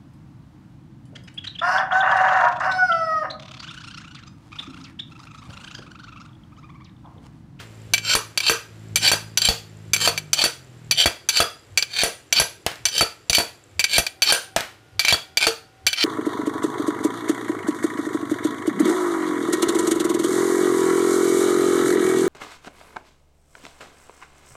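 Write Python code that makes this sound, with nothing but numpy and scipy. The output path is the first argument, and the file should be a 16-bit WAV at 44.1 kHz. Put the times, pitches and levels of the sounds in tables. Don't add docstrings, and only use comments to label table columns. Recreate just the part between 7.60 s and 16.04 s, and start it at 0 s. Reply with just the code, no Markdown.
import sys
import numpy as np
from scipy import signal
from scipy.fft import rfft, irfft, next_fast_len
from scipy.io import wavfile
from scipy.ndimage import uniform_filter1d, minimum_filter1d

SR = 44100
rng = np.random.default_rng(int(sys.argv[2]) if len(sys.argv) > 2 else 0)


def bounce(signal):
    frames = np.transpose(np.atleast_2d(signal))
    limited = np.clip(frames, -1, 1)
    pcm = np.round(limited * 32767).astype(np.int16)
    wavfile.write(sys.argv[1], SR, pcm)


N = 372204
T = np.arange(SR // 4) / SR
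TOP_HZ = 15450


def amp(db):
    return 10 ** (np.asarray(db) / 20)


def unit(x):
    return x / np.sqrt(np.sum(x ** 2) + 1e-20)


def decay(t60, t=T):
    return np.exp(-np.log(1000) * t / t60)


def curve_at(points, hz):
    f, value = np.transpose(points)
    return np.interp(np.log(hz + 1), np.log(f + 1), value)


def add(mix, start_s, sound):
    part = mix[round(start_s * SR):][:len(sound)]
    part += sound[:len(part)]


def shaped_noise(gain_at, size):
    padded = next_fast_len(size, True)
    spectrum = rfft(rng.standard_normal(padded)) * gain_at(np.fft.rfftfreq(padded, 1 / SR))
    return unit(irfft(spectrum, padded)[:size]) * np.sqrt(size)


def noise(spectrum, size):
    return shaped_noise(lambda f: amp(curve_at(spectrum, f)), size)


def band(hz, width_hz, size):
    return shaped_noise(lambda f: 1 / (1 + ((f - hz) / width_hz * 2) ** 2), size)


def ring(modes, scatter_db, detune, stutter, linger_db, linger_stretch=5.14):
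    hz, t60, db = np.transpose(modes)[:, :, None]
    level, shift, polarity = rng.standard_normal((3, len(hz), 1))
    waver = 1 + stutter * signal.resample(rng.standard_normal((len(hz), 36)), len(T), axis=1)
    fade = decay(t60) + amp(linger_db) * decay(linger_stretch * t60)
    sines = np.sin(2 * np.pi * hz * (1 + detune * shift) * T) * np.sign(polarity)
    strength = amp(db + scatter_db * level) / np.sqrt(t60)
    return unit((strength * sines * waver * fade).sum(0))


def crack(spectrum, t60):
    return unit(noise(spectrum, len(T)) * decay(t60))


# frequency in Hz, relative level in dB.
AIR_SPECTRUM = [(20, -25), (60, -12.5), (110, -4.5), (200, -19), (340, -11.5), (500, -16.5), (950, -23.5),
                (1500, -23), (3000, -26.5), (5500, -32.5), (11500, -40.5), (15000, -48)]
# time in seconds, level in dB.
AIR_LEVELS = [(0, -49), (3, -51.5), (4.3, -52), (8.4, -54.5)]
# pitch in Hz, level in dB.
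WHINE_TONES = [(764.4, -61), (1432, -65.5)]


def workshop(buzz_hz=54.8, sizzle_db=-60, sharpness=1.8, flicker_db=4, sizzle_ends_s=6.5):
    t = np.arange(N) / SR
    pulses = np.exp(sharpness * (np.cos(4 * np.pi * buzz_hz * t) - 1))
    flicker = amp(flicker_db * band(buzz_hz, 60, N))
    sizzle = amp(sizzle_db) * pulses * flicker * band(7400, 650, N)
    whine = sum(amp(db) * band(hz, 4, N) for hz, db in WHINE_TONES)
    air = amp(np.interp(t, *np.transpose(AIR_LEVELS))) * noise(AIR_SPECTRUM, N)
    return air + np.where(t < sizzle_ends_s, sizzle, whine)


# time in seconds, relative level in dB.
ENGINE_LEVELS = [(0.0, -48.5), (0.36, -42.5), (1.01, -59.5), (1.16, -47), (1.36, -39.5), (2.04, -49),
                 (2.46, -39.5), (2.9, -58), (3.34, -44.5), (3.53, -65.5), (4.0, -47)]
# frequency in Hz, gain in dB.
EXHAUST_SPECTRUM = [(35, -22), (56, -18), (80, -19), (110, -2), (150, 0.5), (170, -14), (220, -14.5),
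                    (280, -22.5), (400, -21), (700, -48.5)]


def engine(level_db=7, idle_hz=55.6, sag_hz_per_s=1, slowing_hz_per_s=18,
           leaves_s=2.5, gone_s=3.73, fade_s=0.5, roughness=0.1, flutter=0.007):
    t = np.minimum(np.arange(N) / SR, gone_s)
    firing_hz = idle_hz - sag_hz_per_s * t - slowing_hz_per_s * np.maximum(t - leaves_s, 0)
    firings = np.cumsum(firing_hz * (1 + flutter * band(0, 32.7, N))) / SR
    hum = np.zeros(N)
    for k in range(1, 11):
        gain = amp(curve_at(EXHAUST_SPECTRUM, k * firing_hz))
        hum += gain * np.cos(2 * np.pi * (k * firings + rng.random() / 4))
    level = amp(level_db + np.interp(t, *np.transpose(ENGINE_LEVELS)))
    fade = np.minimum((gone_s - t) / fade_s, 1)
    return level * fade * (hum + roughness * noise(EXHAUST_SPECTRUM, N))


# frequency in Hz, relative level in dB.
SHIVER_SPECTRUM = [(400, -13), (1800, -2.5), (5000, -12.5), (14000, -27)]
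# frequency in Hz, relative level in dB.
STEEL_SPECTRUM = [(80, -23), (300, -21), (680, -5.5), (1050, -13), (1500, -2.5), (2050, -8), (2600, 1),
                  (4400, 1.5), (5400, -3), (7000, -3.5), (9500, -11), (15000, -15.5)]


def rattle(level_db=13, t60=0.25, rise_s=0.1, opening_db=-9):
    out = np.zeros(N)
    add(out, 0, amp(opening_db) * crack(SHIVER_SPECTRUM, t60))
    swell = 1 - np.exp(-T / rise_s)
    for start, force_db, *_ in STOP_BLOWS:
        add(out, start, amp(level_db + force_db) * crack(STEEL_SPECTRUM, t60) * swell)
    return out


def handling(level_db=-46, lead_s=0.088, length_s=0.13):
    out, size = np.zeros(N), int(length_s * SR)
    swell = np.sqrt(np.hanning(size))
    for start, *_ in PULL_STROKES[::2]:
        rumble = band(hz=92, width_hz=42, size=len(T))[:size]
        add(out, start - lead_s, amp(level_db) * rumble * swell)
    return out


# pitch in Hz, t60 in seconds, then energy in dB
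ROD_MODES = [(1594, 0.035, -12.5, -15.5, 0.5), (1915, 0.084, -20, -38.5, -11.5), (2327, 0.064, -2, -7, -5),
             (2438, 0.045, -8.5, -10, -5.5), (2673, 0.082, -13, -17.5, -6), (3030, 0.089, -13, -16.5, -29),
             (3111, 0.033, -11, -4, -24.5), (3348, 0.083, -12, -24.5, -4), (4090, 0.1, -17, -4.5, -32.5),
             (4531, 0.064, 1.5, 3, 8.5), (4612, 0.032, 5.5, -4, -12), (4880, 0.28, -30, -22.5, -15.5),
             (5958, 0.036, 0.5, -12, 0.5), (6180, 0.018, -3.5, -15.5, -31), (7474, 0.066, -6.5, -1.5, -12),
             (9250, 0.035, -8, -7, 3), (10280, 0.056, -38, -24.5, -11), (11060, 0.057, -10, -17, -5.5),
             (12200, 0.041, -26, -39, -36), (12920, 0.058, -15.5, -21.5, -8),
             (15500, .07, -13.5, -16, -29.5), (16000, .07, -24, -28, -16.5)]
ROD_BANDS_HZ = [1200, 2300, 3300, 4550, 5900]


def rod(contact, low_db, main_db, bright_db, crack_db, crack_t60, middle_db=0):
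    hz, t60, clink, slide, blow = np.transpose(ROD_MODES)
    energy_db = {"clink": clink, "slide": slide, "blow": blow}[contact]
    tone_db = np.interp(hz, ROD_BANDS_HZ, [0, low_db, middle_db, main_db, bright_db])
    modes = np.c_[hz, t60, energy_db + tone_db]
    ringing = ring(modes, scatter_db=1.5, detune=0.0016, stutter=0.68, linger_db=-31)
    steel = [(f, db + bright_db * (f > ROD_BANDS_HZ[-1])) for f, db in STEEL_SPECTRUM]
    return unit(ringing + amp(crack_db) * crack(steel, crack_t60))


# start in seconds, then trims in dB
PULL_STROKES = [(0.336, -9, -18, 4, 3, -7, -3.5), (0.7754, -17, -18.5, 1, 3, -3, -4),
                (1.358, -6.5, -9.5, -11, -3, -7.5, -2), (1.7737, -10.5, -17.5, 3, -8.5, -1, -2.5),
                (2.3339, -8, -18, 3, 5.5, -5.5, 1.5), (2.7313, -10.5, -15, -3.5, 1.5, -6, -0.5),
                (3.311, -8, -9.5, -11.5, -4, 1.5, -3.5), (3.6887, -9.5, -16, 1, -2, -3, -1.5),
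                (4.1747, -7, -24.5, 11, 3, -5.5, -2), (4.7258, -12, -13.5, -2.5, 0, -8, -2.5),
                (5.254, -7.5, -22, 2, -9, -7, -2), (5.6974, -11, -18.5, 2, -0.5, -2.5, 0.5),
                (6.1942, -8.5, -20.5, 6.5, 11, -0.5, 0.5), (6.6208, -4, -14, -1, 3.5, -2.5, -3),
                (7.394, -5, -19, 0, 10.5, -1.5, -3), (7.772, -11, -14.5, 0.5, 11, 3, -2),
                (8.2666, -7, -21.5, 8, 0.5, -6.5, -5.5)]
# start in seconds, force in dB.
WEIGHT_BOUNCES = [(0.38, -25), (0.8031, -22.5), (1.476, -9.5), (1.8179, -17.5), (1.8522, -18),
                  (2.3637, -23), (2.5768, -22), (3.414, -27.5), (3.771, -16.5), (4.2249, -18.5),
                  (4.7603, -30), (4.7717, -40), (5.286, -27.5), (5.3802, -19), (5.7307, -18),
                  (5.749, -12.5), (6.241, -14), (6.4662, -22.5), (7.4494, -17.5), (7.483, -2.5),
                  (8.3295, -21)]


def clinks(level_db=29.5, first_bright_db=2, bounce_bright_db=-1.5):
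    out = np.zeros(N)
    for hits, sparkle_db in (PULL_STROKES, first_bright_db), (WEIGHT_BOUNCES, bounce_bright_db):
        for start, force_db, *_ in hits:
            pulls_begun = [pull for pull in PULL_STROKES if pull[0] <= start]
            *_, low, main, bright = pulls_begun[-1]
            clink = rod("clink", low, main, bright + sparkle_db, crack_db=-4, crack_t60=0.045)
            add(out, start, amp(level_db + force_db) * clink)
    return out


def slides(level_db=0.5, catches_per_s=2200, spread_db=5.5, rise_db=44.5, uneven_db=0.6,
           case_db=-22, dip_s=0.0095):
    out = np.zeros(N)
    for (start, _, slide_db, push_db, low, _, bright), (stop, *_) in zip(PULL_STROKES, STOP_BLOWS):
        pull_s = stop - start
        length_s = min(0.06 + 0.4 * pull_s, pull_s - dip_s, T[-1])
        size = int(length_s * SR)
        chance, side, height = rng.random((3, len(T)))[:, :size]
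        strength = amp(-spread_db * np.log(height + 0.0099))
        catches = (chance < catches_per_s / SR) * np.sign(side - 0.5) * strength
        progress = np.linspace(0, 1, size)
        swell_db = -rise_db * (1 - progress) ** 2.83 + push_db * np.maximum(2 * progress - 1, 0)
        waver_db = uneven_db * band(0, 250, len(T))[:size]
        friction = unit(catches) * np.sqrt(size) * amp(level_db + slide_db + swell_db + waver_db)
        steel = rod("slide", 0.7 * low, main_db=-3, bright_db=bright - 4, crack_db=-3.5, crack_t60=0.035)
        scrape = signal.fftconvolve(friction, steel + amp(case_db) * case())
        add(out, stop - dip_s - length_s, scrape)
    return out


# pitch in Hz, t60 in seconds, energy in dB.
CASE_MODES = [(341, 0.048, -13), (459.4, 0.14, -9.5), (588, 0.0089, 2), (686, 0.019, 2.5), (915, 0.014, -4),
              (1290, 0.021, -4.5)]
# frequency in Hz, relative level in dB.
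CASTING_SPECTRUM = [(25, -18.5), (70, -8.5), (270, -10.5), (480, 0.5), (750, -13.5), (1100, -8), (1700, 1),
                    (4000, -9), (15000, -21)]


def case(crack_db=-4):
    body = ring(CASE_MODES, scatter_db=4.5, detune=0.02, stutter=0.17, linger_db=-36)
    return body + amp(crack_db) * crack(CASTING_SPECTRUM, t60=0.043)


# pitch in Hz, t60 in seconds, energy in dB.
FRAME_MODES = [(62.3, 0.057, -4), (120, 0.039, -2), (194, 0.032, -5)]


def frame():
    return ring(FRAME_MODES, scatter_db=1, detune=0.04, stutter=0.29, linger_db=-39.5)


# start in seconds, then trims in dB for the force
STOP_BLOWS = [(0.5517, -4, -8, -2.5, -13, -33), (0.896, 0, 0, -1.5, -9, -23),
              (1.516, -1.5, 2.5, -4.5, -12, -9), (1.8872, 0.5, 16, -6.5, 5.5, -25),
              (2.475, -3.5, 0.5, -3, -14, -24), (2.8397, -1, 1.5, -6, -28, -12),
              (3.4582, -5.5, 7, -2.5, -6.5, -17.5), (3.8026, -3.5, 7.5, 0.5, -8, -17),
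              (4.4348, -0.5, -2.5, -1.5, -33, -22.5), (4.7987, 0, -4.5, -5.5, -5, -12),
              (5.4087, -4, 4.5, -2.5, -5, -12.5), (5.7832, -2.5, 1, -1, -13, -10.5),
              (6.3812, -4, -2, -7, -3.5, -24), (6.7231, 2.5, -5, -1.5, -23, -24.5),
              (7.5252, -4, 9, -7, -8.5, -12.5), (7.8682, -3, 8, -4, -20, -29.5), (8.45, -4, 0, -3, -6, -15)]


def blows(rod_db=26, case_db=23, frame_db=14.5):
    out = np.zeros(N)
    for start, force_db, ring_db, clunk_db, thud_db, _ in STOP_BLOWS:
        clang = rod("blow", low_db=3, middle_db=ring_db + 2, main_db=ring_db - 1, bright_db=3,
                    crack_db=-4.5, crack_t60=0.056)
        add(out, start, amp(rod_db + force_db) * clang)
        add(out, start, amp(case_db + clunk_db) * case() + amp(frame_db + thud_db) * frame())
    return out


# start in seconds, force in dB,
# then sharp crack and frame thud, both in dB against the clunk.
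SEAT_KNOCKS = [(5.0645, -8, 0, -13), (5.116, -30, 2, -16), (5.157, -37, 3.5, -17), (5.6975, -13, -16, 2.5),
               (6.963, -2, -2, -16.5), (7.007, -26.5, 10, -20)]


def knocks(level_db=15, shiver_db=-5, recoil_s=0.019, recoil_crack_db=-21, recoil_thud_db=-22):
    out = np.zeros(N)
    recoils = [(start + recoil_s, db, recoil_crack_db, recoil_thud_db) for start, *_, db in STOP_BLOWS]
    for start, force_db, crack_db, thud_db in SEAT_KNOCKS + recoils:
        steel = crack(STEEL_SPECTRUM, t60=0.012) + amp(shiver_db) * crack(SHIVER_SPECTRUM, t60=0.36)
        knock = case() + amp(crack_db) * steel + amp(thud_db) * frame()
        add(out, start, amp(level_db + force_db) * knock)
    return out


# frequency in Hz, t60 in seconds.
ROOM_DECAYS = [(60, 0.12), (400, 0.24), (1500, 0.34), (4500, 0.29), (9000, 0.3), (15000, 0.32)]


def room(x, predelay_s=0.0074, reflections_per_s=4000, treble_db=-4):
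    taps = rng.choice([-1., 1.], SR) * (rng.random(SR) < reflections_per_s / SR)
    taps *= np.arange(SR) > predelay_s * SR
    hz, t, bands = signal.stft(taps, SR, nperseg=256)
    bands *= decay(curve_at(ROOM_DECAYS, hz)[:, None], t)
    tail = unit(signal.istft(bands, SR, nperseg=256)[1])
    tilt = amp(treble_db * np.fft.rfftfreq(len(tail), 1 / SR) / TOP_HZ)
    return signal.fftconvolve(x, irfft(rfft(tail) * tilt))[:N]


def scene():
    tool = clinks() + slides()
    slam = blows() + rattle()
    clunk = knocks()
    echo = room(amp(-19) * tool + amp(-17) * slam + amp(-13.5) * clunk)
    return (tool + slam + clunk + echo + engine() + handling() + workshop())[None]


def record(dry, low_cut_hz=42, threshold_db=0, recovery_db_per_s=600, full_scale=0.63):
    x = signal.sosfilt(signal.butter(2, low_cut_hz, "highpass", fs=SR, output="sos"), dry[0])
    over_db = np.maximum(20 * np.log10(abs(x) + 1e-9) - threshold_db, 0)
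    held_db = -minimum_filter1d(-over_db, size=220)
    recovery_db = np.arange(N) * recovery_db_per_s / SR
    duck_db = uniform_filter1d(np.maximum.accumulate(held_db + recovery_db) - recovery_db, size=200)
    saturated = full_scale * np.tanh(x * amp(-duck_db) / full_scale)
    high_cut = signal.firwin(255, TOP_HZ, window=("kaiser", 8), fs=SR)
    return signal.oaconvolve(saturated, high_cut, "same")[None]


dry = scene()
out = record(dry)
bounce(out)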